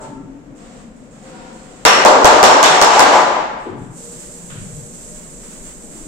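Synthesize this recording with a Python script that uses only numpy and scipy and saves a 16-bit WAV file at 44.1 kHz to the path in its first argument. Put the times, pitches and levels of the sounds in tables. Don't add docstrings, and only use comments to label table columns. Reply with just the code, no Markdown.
import sys
import numpy as np
from scipy import signal
from scipy.fft import rfft, irfft, next_fast_len
from scipy.io import wavfile
from scipy.ndimage import uniform_filter1d

SR = 44100
rng = np.random.default_rng(int(sys.argv[2]) if len(sys.argv) > 2 else 0)


def wav_out(sig):
    wavfile.write(sys.argv[1], SR, np.round(np.clip(np.atleast_2d(sig).T, -1, 1) * 32767).astype(np.int16))


N = 267863
TIME, HZ, PULSE_HZ = np.arange(N) / SR, np.fft.rfftfreq(N, 1 / SR), np.fft.rfftfreq(4096, 1 / SR)

# frequency_hz, level_db
ROOM_TONE_EQ = [(8, -24), (22, -1.5), (40, 0), (80, -15.5), (130, -3.5), (240, 1.5), (340, -13),
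                (520, -6.5), (800, -16.5), (2000, -25), (4500, -38), (7500, -31), (10000, -47.5),
                (15000, -55)]
SCRAPE_EQ = [(180, -16), (300, 1), (437, -4.5), (527, 6.5), (583, -21), (740, 1.5), (818, -9.5), (950, -7),
             (6000, -22), (7800, -59), (13200, -120)]
FACE_EQ = [(35, -28), (60, -41), (160, -20.5), (294, -6), (427, -4), (458, -2), (566, -0.5), (621, 1),
           (682, 0.5), (882, 4.5), (2300, -15), (7400, -20.5), (9790, -36), (13300, -42), (16000, -50)]
EDGE_EQ = [(35, -39), (60, -30), (323, -19), (527, -5.5), (1170, -4.5), (1310, -3.5), (2000, 2), (4640, -7),
           (5590, -25), (6000, -7), (16000, -24.5)]
CRACK_EQ = [(200, -1), (900, 9), (2500, -3), (4500, 7.5), (7500, 7.5), (9500, -6), (16000, -27)]
RASP_EQ = [(1000, -6), (2000, 9.5), (4000, -4), (7500, -1), (9300, -22), (15000, -42)]
FELT_EQ = [(1760, -15.5), (3000, -17.5), (4230, -16.5), (5270, -14), (7640, 2), (8760, -3.5), (9980, -18),
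           (14400, -23.5), (15500, -50)]
GRIT_EQ = [(300, -20), (600, -8), (900, 8.5), (2000, 4.5), (3000, 2), (4500, -10), (7000, -11)]
CHALK_EQ = [(1500, -28), (2800, -6), (4000, -1.5), (5300, 2), (7000, -3), (10000, -25)]
GROWL_EQ = [(150, -36), (300, 12), (450, -11), (680, -5), (1100, -25), (3000, -45)]

# start_s, length_s, level_db, pitch_hz
HUM_SWELLS = [(0.01, 0.24, -43, 147), (0.069, 0.27, -36, 279), (0.45, 0.1, -41, 287),
              (0.71, 0.15, -38.5, 219), (0.934, 0.074, -40.5, 240), (1.245, 0.23, -45.5, 240)]
# start_s, length_s, scrape_db, hiss_db
LEDGE_SLIDES = [(0, 0.017, -36, -44), (0.548, 0.27, -44.5, -52.5), (0.944, 0.12, -54, -58),
                (1.1, 0.21, -48, -53.5), (1.216, 0.3, -40.5, -53), (1.52, 0.38, -43.5, -50)]
# start_s, length_s, level_db
LEDGE_PUSH = (1.295, 0.24, 0)
# pitch_hz, width_hz, level_db
LEDGE_MODES = [(502, 30, -55), (750, 35, -47.5), (950, 59, -47), (1423, 35, -52)]
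# pitch_hz, level_db, t60_s
FAINT_TONES = [(388, -37.5, 1), (577, -44, .7), (630, -44, 0.77), (893, -35.5, 0.85), (1270, -49, 0.6),
               (1340, -46.5, 1), (1420, -56, .8), (1690, -55, 0.83)]
# start_s, force_db, tilt_db_per_octave, edge_share, crack_db, bass_db, frame_db, hollow_hz
KNOCK_HITS = [(1.8512, 1.5, -1, 0.62, 1.5, -25, -16.5, 1160), (2.0499, 5, 0.34, 0, -6, -30, -46, 530),
              (2.2451, 6.5, 0.7, 0.1, -4, -10, -34, 640), (2.4293, 6.5, 1.04, 0.13, -2, -12.5, -24, 736),
              (2.6289, -2.5, 2, 0.31, 1.5, -29, -22.5, 950), (2.815, -1.5, 2, 0.07, 2, -17, -23.5, 940),
              (2.9942, 1, 0, 0.27, -0.7, -19, -31.5, 800)]
# pitch_hz, level_db, t60_s
BOARD_MODES = [(242, -7.5, 0.07), (295, -2, 0.38), (377, -0.5, 0.25), (408, -12.5, 0.27), (465, 1, 0.22),
               (528.6, -4.5, 0.24), (565, -12, 0.21), (609, -0.5, 0.2), (736, -0.5, 0.6), (857, -7.5, 0.18),
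               (907, -9.5, 0.16), (1000, -2.5, 0.15), (1151, -3.5, 0.14), (1193, -9, 0.062),
               (1264, -9, 0.25), (1290, -9, 0.24), (1438, -10.5, 0.092), (1596, -1, 0.079)]
# frequency_hz, t60_s
ROOM_DECAY = [(100, 1.43), (500, 1.025), (900, 1.087), (1500, 1.12), (3000, 0.96), (6000, 0.79),
              (9000, 0.63), (15000, 0.15)]
# pitch_hz, width_hz, level_db, t60_s
FRAME_MODES = [(5540, 250, 9, 0.65), (5250, 170, -1, 0.91), (2820, 570, 6.5, 0.94), (3600, 410, 4, 0.28)]
# delay_s, level_db
SLAPBACKS = [(0.0084, -5), (0.0116, -4.5), (0.032, -8.5)]
# start_s, level_db, centre_hz, relative_tick_db
SOFT_BUMPS = [(2.667, -27.5, 155, -27.5), (3.152, -31, 170, -20), (3.656, -27.5, 354, -22),
              (3.701, -32, 127, -25), (3.719, -31, 293, -33), (3.814, -30.5, 141, -24),
              (4.5, -34, 146, -5.5), (4.556, -31.5, 122, -12.5), (4.615, -33.5, 151, -20),
              (4.655, -36.5, 158.4, -30), (4.736, -33.5, 125, -33), (5.843, -44, 222, -27)]
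# start_s, length_s, wood_db, rasp_db, frame_db, hollow_hz
HARD_DRAGS = [(2.698, 0.07, -11, -16.5, -26, 700), (2.888, .1, -6.5, -14, -24, 970),
              (3.057, 0.11, -6, -19, -26, 726), (3.116, 0.1, -10.5, -20, -29, 1150)]
# start_s, length_s, hiss_db
FELT_WIPES = [(3.57, 0.02, -47), (3.755, 0.023, -44.5), (3.895, 2.5, -38.5)]
# start_s, length_s, grit_db, extra_hiss_db, chalk_db
CHALK_STROKES = [(3.97, 0.17, -65, -47, -54), (4.096, 0.18, -52, -43, -54), (4.324, 0.099, -54, -61, -61),
                 (4.92, 0.12, -65, -41.5, -65), (5.125, 0.13, -51, -59, -60),
                 (5.39, 0.17, -49.5, -46.5, -54), (5.622, 0.069, -47.5, -53, -55),
                 (5.88, 0.16, -51, -45, -58)]
# middle_s, length_s, pitch_hz, level_db
JUDDERS = [(4.09, 0.28, 474, -43.5), (4.74, .2, 474, -47), (5.151, 0.25, 605, -50), (5.4, 0.35, 474, -54)]
# pitch_hz, width_hz, level_db
DRONE_MODES = [(170, 20, -48), (240, 32, -82), (375, 77, -50), (474, 17, -51.5), (594, 44, -53)]
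# start_s, length_s, level_db
GROWL_STROKE = (5.8, .3, -44.5)
# frequency_hz, correlation
STEREO_LIKENESS = [(30, 0.86), (250, 0.82), (500, 0.68), (1000, 0), (3000, 0), (16000, 0)]
# frequency_hz, left_minus_right_db
MIC_BALANCE = [(60, 4), (110, 2.5), (200, 5), (380, 3.5), (700, 2.5), (1290, 2), (2380, 2), (4400, -1.5),
               (6400, -2.5), (7300, -9), (8050, -7.5), (8800, 7.5), (10000, -4.5), (15000, 2)]

ROOM_DELAY_S = 0.007


def gain_of(db):
    return 10 ** (np.asarray(db) / 20)


def unit_rms(x):
    return x / np.sqrt(np.mean(x ** 2) + 1e-20)


def unit_energy(x):
    return x / np.sqrt(np.mean(np.sum(x ** 2, -1)) + 1e-20)


def curve(points, hz):
    frequencies, values = np.transpose(points)
    return np.interp(np.log(hz + 1), np.log(frequencies + 1), values)


def add(mix, start_s, sound):
    part = mix[:, max(round(start_s * SR), 0):][:, :sound.shape[-1]]
    part += sound[..., :part.shape[1]]


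def peak(hz, centre_hz, width_hz):
    return 1 / (1 + ((hz - centre_hz) / width_hz * 2) ** 2)


def noise(colour, size=N):
    padded = next_fast_len(size, True)
    hz = np.fft.rfftfreq(padded, 1 / SR)
    left, spread = rfft(rng.standard_normal((2, padded)))
    likeness = np.clip(curve(STEREO_LIKENESS, hz), -1, 1)
    right = likeness * left + np.sqrt(1 - likeness ** 2) * spread
    return unit_rms(irfft(np.array([left, right]) * colour(hz), padded)[:, :size])


def eq_noise(eq, size=N):
    return noise(lambda hz: gain_of(curve(eq, hz)), size)


def band_noise(centre_hz, width_hz, size=N):
    return noise(lambda hz: peak(hz, centre_hz, width_hz), size)


def pulse(spectrum_db):
    mirrored_db = np.r_[spectrum_db, spectrum_db[-2:0:-1]]
    log_gain = np.log(gain_of(np.maximum(mirrored_db, -100)))
    return np.fft.ifft(np.exp(np.conj(signal.hilbert(log_gain)))).real[:len(spectrum_db)]


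def swells(rows, rise_s, fall_db_per_s=105, sag_db_per_s=0):
    power = np.zeros(N)
    for start, length, db in rows:
        t = np.maximum(TIME - start, 0)
        attack = np.sin(np.pi / 2 * np.minimum(t / rise_s, 1))
        level_db = db - sag_db_per_s * t - fall_db_per_s * np.maximum(t - length, 0)
        power += (attack * gain_of(level_db)) ** 2
    return np.sqrt(power)


def layered_swells(rows, rise_s, fall_db_per_s=105):
    start, length, *levels = np.transpose(rows)
    return [swells(zip(start, length, db), rise_s, fall_db_per_s) for db in levels]


def flutter(depth_db, grain_samples):
    wobble = unit_rms(uniform_filter1d(rng.standard_normal(N), grain_samples))
    return unit_rms(gain_of(depth_db * wobble))


def room_tone(air_db=-42):
    hum = sum(swells([(start, length, db)], rise_s=0.064) * band_noise(hz, width_hz=55)
              for start, length, db, hz in HUM_SWELLS)
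    return gain_of(air_db) * eq_noise(ROOM_TONE_EQ) + hum


def ledge_slide(wood_rise_s=0.085, felt_rise_s=0.029, fizz_db=-27):
    wood = swells([(start, length, db) for start, length, db, _ in LEDGE_SLIDES], wood_rise_s)
    felt = swells([(start, length, db) for start, length, _, db in LEDGE_SLIDES], felt_rise_s)
    scrape = wood * eq_noise(SCRAPE_EQ)
    hiss = felt * noise(lambda hz: peak(hz, 7640, 2500) / (1 + (hz / 9200) ** 16)
                        + gain_of(fizz_db) * peak(hz, 14000, 6000))
    ring = sum(gain_of(db) * band_noise(hz, width) for hz, width, db in LEDGE_MODES)
    ledge = swells([LEDGE_PUSH], wood_rise_s) * ring
    return (scrape + hiss + ledge) * flutter(0.29, grain_samples=400)


def faint_ring(blur=0.89, wash_db=-38, wash_t60_s=1.0):
    t, tones = TIME[:SR], np.zeros((2, SR))
    for hz, db, t60 in FAINT_TONES:
        tone = np.sin(2 * np.pi * hz * t) + blur * band_noise(hz, 35, SR)
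        tones += tone * gain_of(db - 60 * t / t60)
    wash = band_noise(870, 830, SR) * gain_of(wash_db - 60 * t / wash_t60_s)
    fade_in = np.minimum(0.5 + t / 0.033, 1)
    return np.pad((tones + wash) * fade_in, ((0, 0), (0, N - SR)))


def knocks(drive_db=31, hollow_db=3, hollow_width_hz=280, repeat_s=0.06, repeat_db=-9):
    out, ring = np.zeros((2, N)), board_ring()
    octaves = np.log2(np.clip(PULSE_HZ, 200, 6000) / 900)
    for start, force_db, tilt, edge, crack_db, bass_db, frame_db, hollow_hz in KNOCK_HITS:
        force = gain_of(drive_db + force_db)
        colour_db = (1 - edge) * curve(FACE_EQ, PULSE_HZ) + edge * curve(EDGE_EQ, PULSE_HZ)
        colour_db += tilt * octaves + hollow_db * peak(PULSE_HZ, hollow_hz, hollow_width_hz)
        blow = unit_energy(signal.fftconvolve(pulse(colour_db), ring))
        add(out, start, force * signal.fftconvolve(knock_spread(edge), blow[None], axes=1))
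        add(out, start, force * gain_of(frame_db) * frame_ring())
        add(out, start, force * gain_of(crack_db) * crack())
        for delay, slap_db in SLAPBACKS:
            add(out, start + delay, force * gain_of(crack_db + slap_db) * crack())
        thump = gain_of(force_db + bass_db) * low_thump()
        add(out, start, thump)
        add(out, start + repeat_s, gain_of(repeat_db) * thump)
    return out


def board_ring():
    t = TIME[:SR // 3]
    ring = np.zeros_like(t)
    for hz, db, t60 in BOARD_MODES:
        peak_to_unity = 2 * np.log(1000) / (t60 * SR)
        ring += peak_to_unity * gain_of(db - 60 * t / t60) * np.cos(2 * np.pi * hz * t)
    return ring + (t == 0)


def knock_spread(edge_share, panel_db=-11, panel_decay_s=0.016, early_db=-3, early_decay_s=0.035):
    response = room_reverb()
    t = TIME[:response.shape[1]]
    cutoff_hz = 2000 * (1 + edge_share)
    panel = noise(lambda hz: 1 / (1 + (hz / cutoff_hz) ** 2), len(t)) * np.exp(-t / panel_decay_s)
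    early = noise(np.ones_like, len(t)) * np.exp(-t / early_decay_s)
    add(response, 0, gain_of(panel_db) * unit_energy(panel))
    add(response, ROOM_DELAY_S, gain_of(early_db) * unit_energy(early))
    return response


def room_reverb(rise_s=0.0057):
    size = 3 * SR // 2
    hz, t, spectrum = signal.stft(noise(np.ones_like, size), SR, nperseg=256)
    decay = gain_of(-60 * t / curve(ROOM_DECAY, hz)[:, None])
    tail = signal.istft(spectrum * decay, SR, nperseg=256)[1][:, :size]
    onset = 1 - np.exp(-np.maximum(TIME[:size] - ROOM_DELAY_S, 0) / rise_s)
    return unit_energy(tail * onset)


def frame_ring(rise_s=0.01):
    t = TIME[:SR]
    onset = 1 - np.exp(-t / rise_s)
    return sum(gain_of(db) * unit_energy(band_noise(hz, width, SR) * onset * gain_of(-60 * t / t60))
               for hz, width, db, t60 in FRAME_MODES)


def crack(trim_db=-10.5, peak_s=0.0004, scatter_db=-6, scatter_s=0.0056):
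    t = TIME[:1024]
    snap = unit_energy(t / peak_s * np.exp(-t / peak_s))
    scatter = gain_of(scatter_db) * unit_energy(np.exp(-t / scatter_s))
    return gain_of(trim_db) * unit_energy(eq_noise(CRACK_EQ, len(t)) * np.hypot(snap, scatter))


def low_thump(bass_hz=48, bass_decay_s=0.0063, thud_hz=125, thud_decay_s=0.015, thud_db=-9):
    t = TIME[:SR]
    bass = np.sin(2 * np.pi * bass_hz * t) * np.exp(-t / bass_decay_s)
    thud = np.sin(2 * np.pi * thud_hz * t) * np.exp(-t / thud_decay_s)
    return bass + gain_of(thud_db) * thud


def ping(start_s=2.648, pitch_hz=3510, width_hz=570, energy_db=20.5, t60_s=0.45):
    out = np.zeros((2, N))
    ring = band_noise(pitch_hz, width_hz, SR) * gain_of(-60 * TIME[:SR] / t60_s)
    add(out, start_s, gain_of(energy_db) * unit_energy(ring))
    return out


def bumps(boom_t60_s=0.75, tick_t60_s=0.72, rise_s=0.00098, low_cut_hz=90):
    out, t = np.zeros((2, N)), TIME[:SR]
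    for start, db, centre, tick_db in SOFT_BUMPS:
        boom = noise(lambda hz: peak(hz, centre, 0.8 * centre) ** 2
                     * hz ** 4 / (hz ** 4 + low_cut_hz ** 4), SR)
        boom *= (1 - np.exp(-t / rise_s)) * gain_of(-60 * t / boom_t60_s)
        tick = noise(lambda hz: peak(hz, 1340, 770) + 0.63 * peak(hz, 2900, 2400), SR)
        tick *= gain_of(tick_db - 60 * t / tick_t60_s)
        add(out, start, gain_of(db) * (boom + tick))
    return out


def drags(rise_s=0.1, fall_db_per_s=348, rolloff_db_per_octave=1.55, hollow_db=1.0,
          wet_db=-9.5, dry_db=-1.5):
    ring, wood = board_ring(), np.zeros(N)
    slips = rng.standard_normal(N) * flutter(0.44, grain_samples=200)
    for start, length, db, _, _, hollow_hz in HARD_DRAGS:
        octaves_away = abs(np.log2((PULSE_HZ + 1) / hollow_hz))
        colour_db = curve(FACE_EQ, PULSE_HZ) - rolloff_db_per_octave * octaves_away
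        colour_db += hollow_db * peak(PULSE_HZ, hollow_hz, width_hz=400)
        body = unit_energy(signal.fftconvolve(pulse(colour_db), ring))
        pressure = swells([(start, length, db)], rise_s, fall_db_per_s)
        wood += signal.oaconvolve(pressure * slips, body)[:N]
    rows = [(start, length, rasp_db, frame_db) for start, length, _, rasp_db, frame_db, _ in HARD_DRAGS]
    rasp_gain, frame_gain = layered_swells(rows, rise_s, fall_db_per_s)
    rasp = rasp_gain * eq_noise(RASP_EQ) * flutter(1.6, grain_samples=120)
    frame = frame_gain * noise(lambda hz: sum(gain_of(db) * peak(hz, centre, width)
                                              for centre, width, db, _ in FRAME_MODES))
    scrape = wood + rasp + frame
    reverb = signal.fftconvolve(scrape, room_reverb(), axes=1)[:, :N]
    return gain_of(wet_db) * reverb + gain_of(dry_db) * scrape


def wiping(stroke_rise_s=0.056, snag_db=-14.5, lean_s=4.15, lean_rise_s=0.32, flex_db=-45):
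    contact = swells(FELT_WIPES, rise_s=0.14, sag_db_per_s=1.35)
    grit_gain, extra_hiss, chalk_gain = layered_swells(CHALK_STROKES, stroke_rise_s)
    hiss = np.hypot(contact, extra_hiss) * (eq_noise(FELT_EQ) + gain_of(snag_db) * snags())
    growl = swells([GROWL_STROKE], stroke_rise_s) * eq_noise(GROWL_EQ)
    grit = grit_gain * eq_noise(GRIT_EQ) + chalk_gain * eq_noise(CHALK_EQ)
    lean = np.clip((TIME - lean_s) / lean_rise_s, 0, 1)
    flex = gain_of(flex_db) * lean * band_noise(25, width_hz=33)
    drone = sum(gain_of(db) * band_noise(hz, width) for hz, width, db in DRONE_MODES)
    drone *= contact / contact.max()
    singing = judders()
    hiss *= flutter(0.23, grain_samples=300) * flutter(0.9, grain_samples=2200)
    grit *= flutter(1.5, grain_samples=200)
    return hiss + grit + flex + drone + singing + growl


def snags(rate_per_s=590):
    catches = rng.random((2, N)) < rate_per_s / SR
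    strength = gain_of(4 * np.minimum(rng.exponential(1, (2, N)), 3.5))
    ticks = catches * strength * rng.choice([-1, 1], (2, N))
    felt_tick = pulse(curve(FELT_EQ, PULSE_HZ))
    return unit_rms(signal.oaconvolve(ticks, felt_tick[None], axes=1)[:, :N])


def judders(blur=0.53):
    out = np.zeros((2, N))
    for middle, length, hz, db in JUDDERS:
        size = round(length * SR)
        tone = np.sin(2 * np.pi * hz * TIME[:size]) + blur * band_noise(hz, 12, size)
        add(out, middle - length / 2, gain_of(db) * tone * np.hanning(size))
    return out


def scene():
    loud = knocks() + ping() + drags()
    return loud + bumps() + faint_ring() + ledge_slide() + wiping() + room_tone()


def record(dry, threshold_db=-10.0, release_db_per_s=42, squeeze=0.55, makeup_db=0.44, cutoff_hz=15900):
    half_balance_db = curve(MIC_BALANCE, HZ) / 2
    coloured = irfft(rfft(dry) * gain_of([half_balance_db, -half_balance_db]), N)
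    power = uniform_filter1d((coloured ** 2).mean(0), 700)
    power_db = 10 * np.log10(abs(power) + 1e-12)
    release_db = TIME * release_db_per_s
    held_db = np.maximum.accumulate(power_db + release_db) - release_db
    over_db = uniform_filter1d(np.maximum(held_db - threshold_db, 0), 200)
    ducked = coloured * gain_of(makeup_db - squeeze * over_db)
    rounded = ducked / (1 + ducked ** 12) ** (1 / 12)
    low_pass = signal.firwin(511, cutoff_hz, window=("kaiser", 9), fs=SR)
    return signal.oaconvolve(rounded, low_pass[None], "same")


dry = scene()
out = record(dry)
wav_out(out)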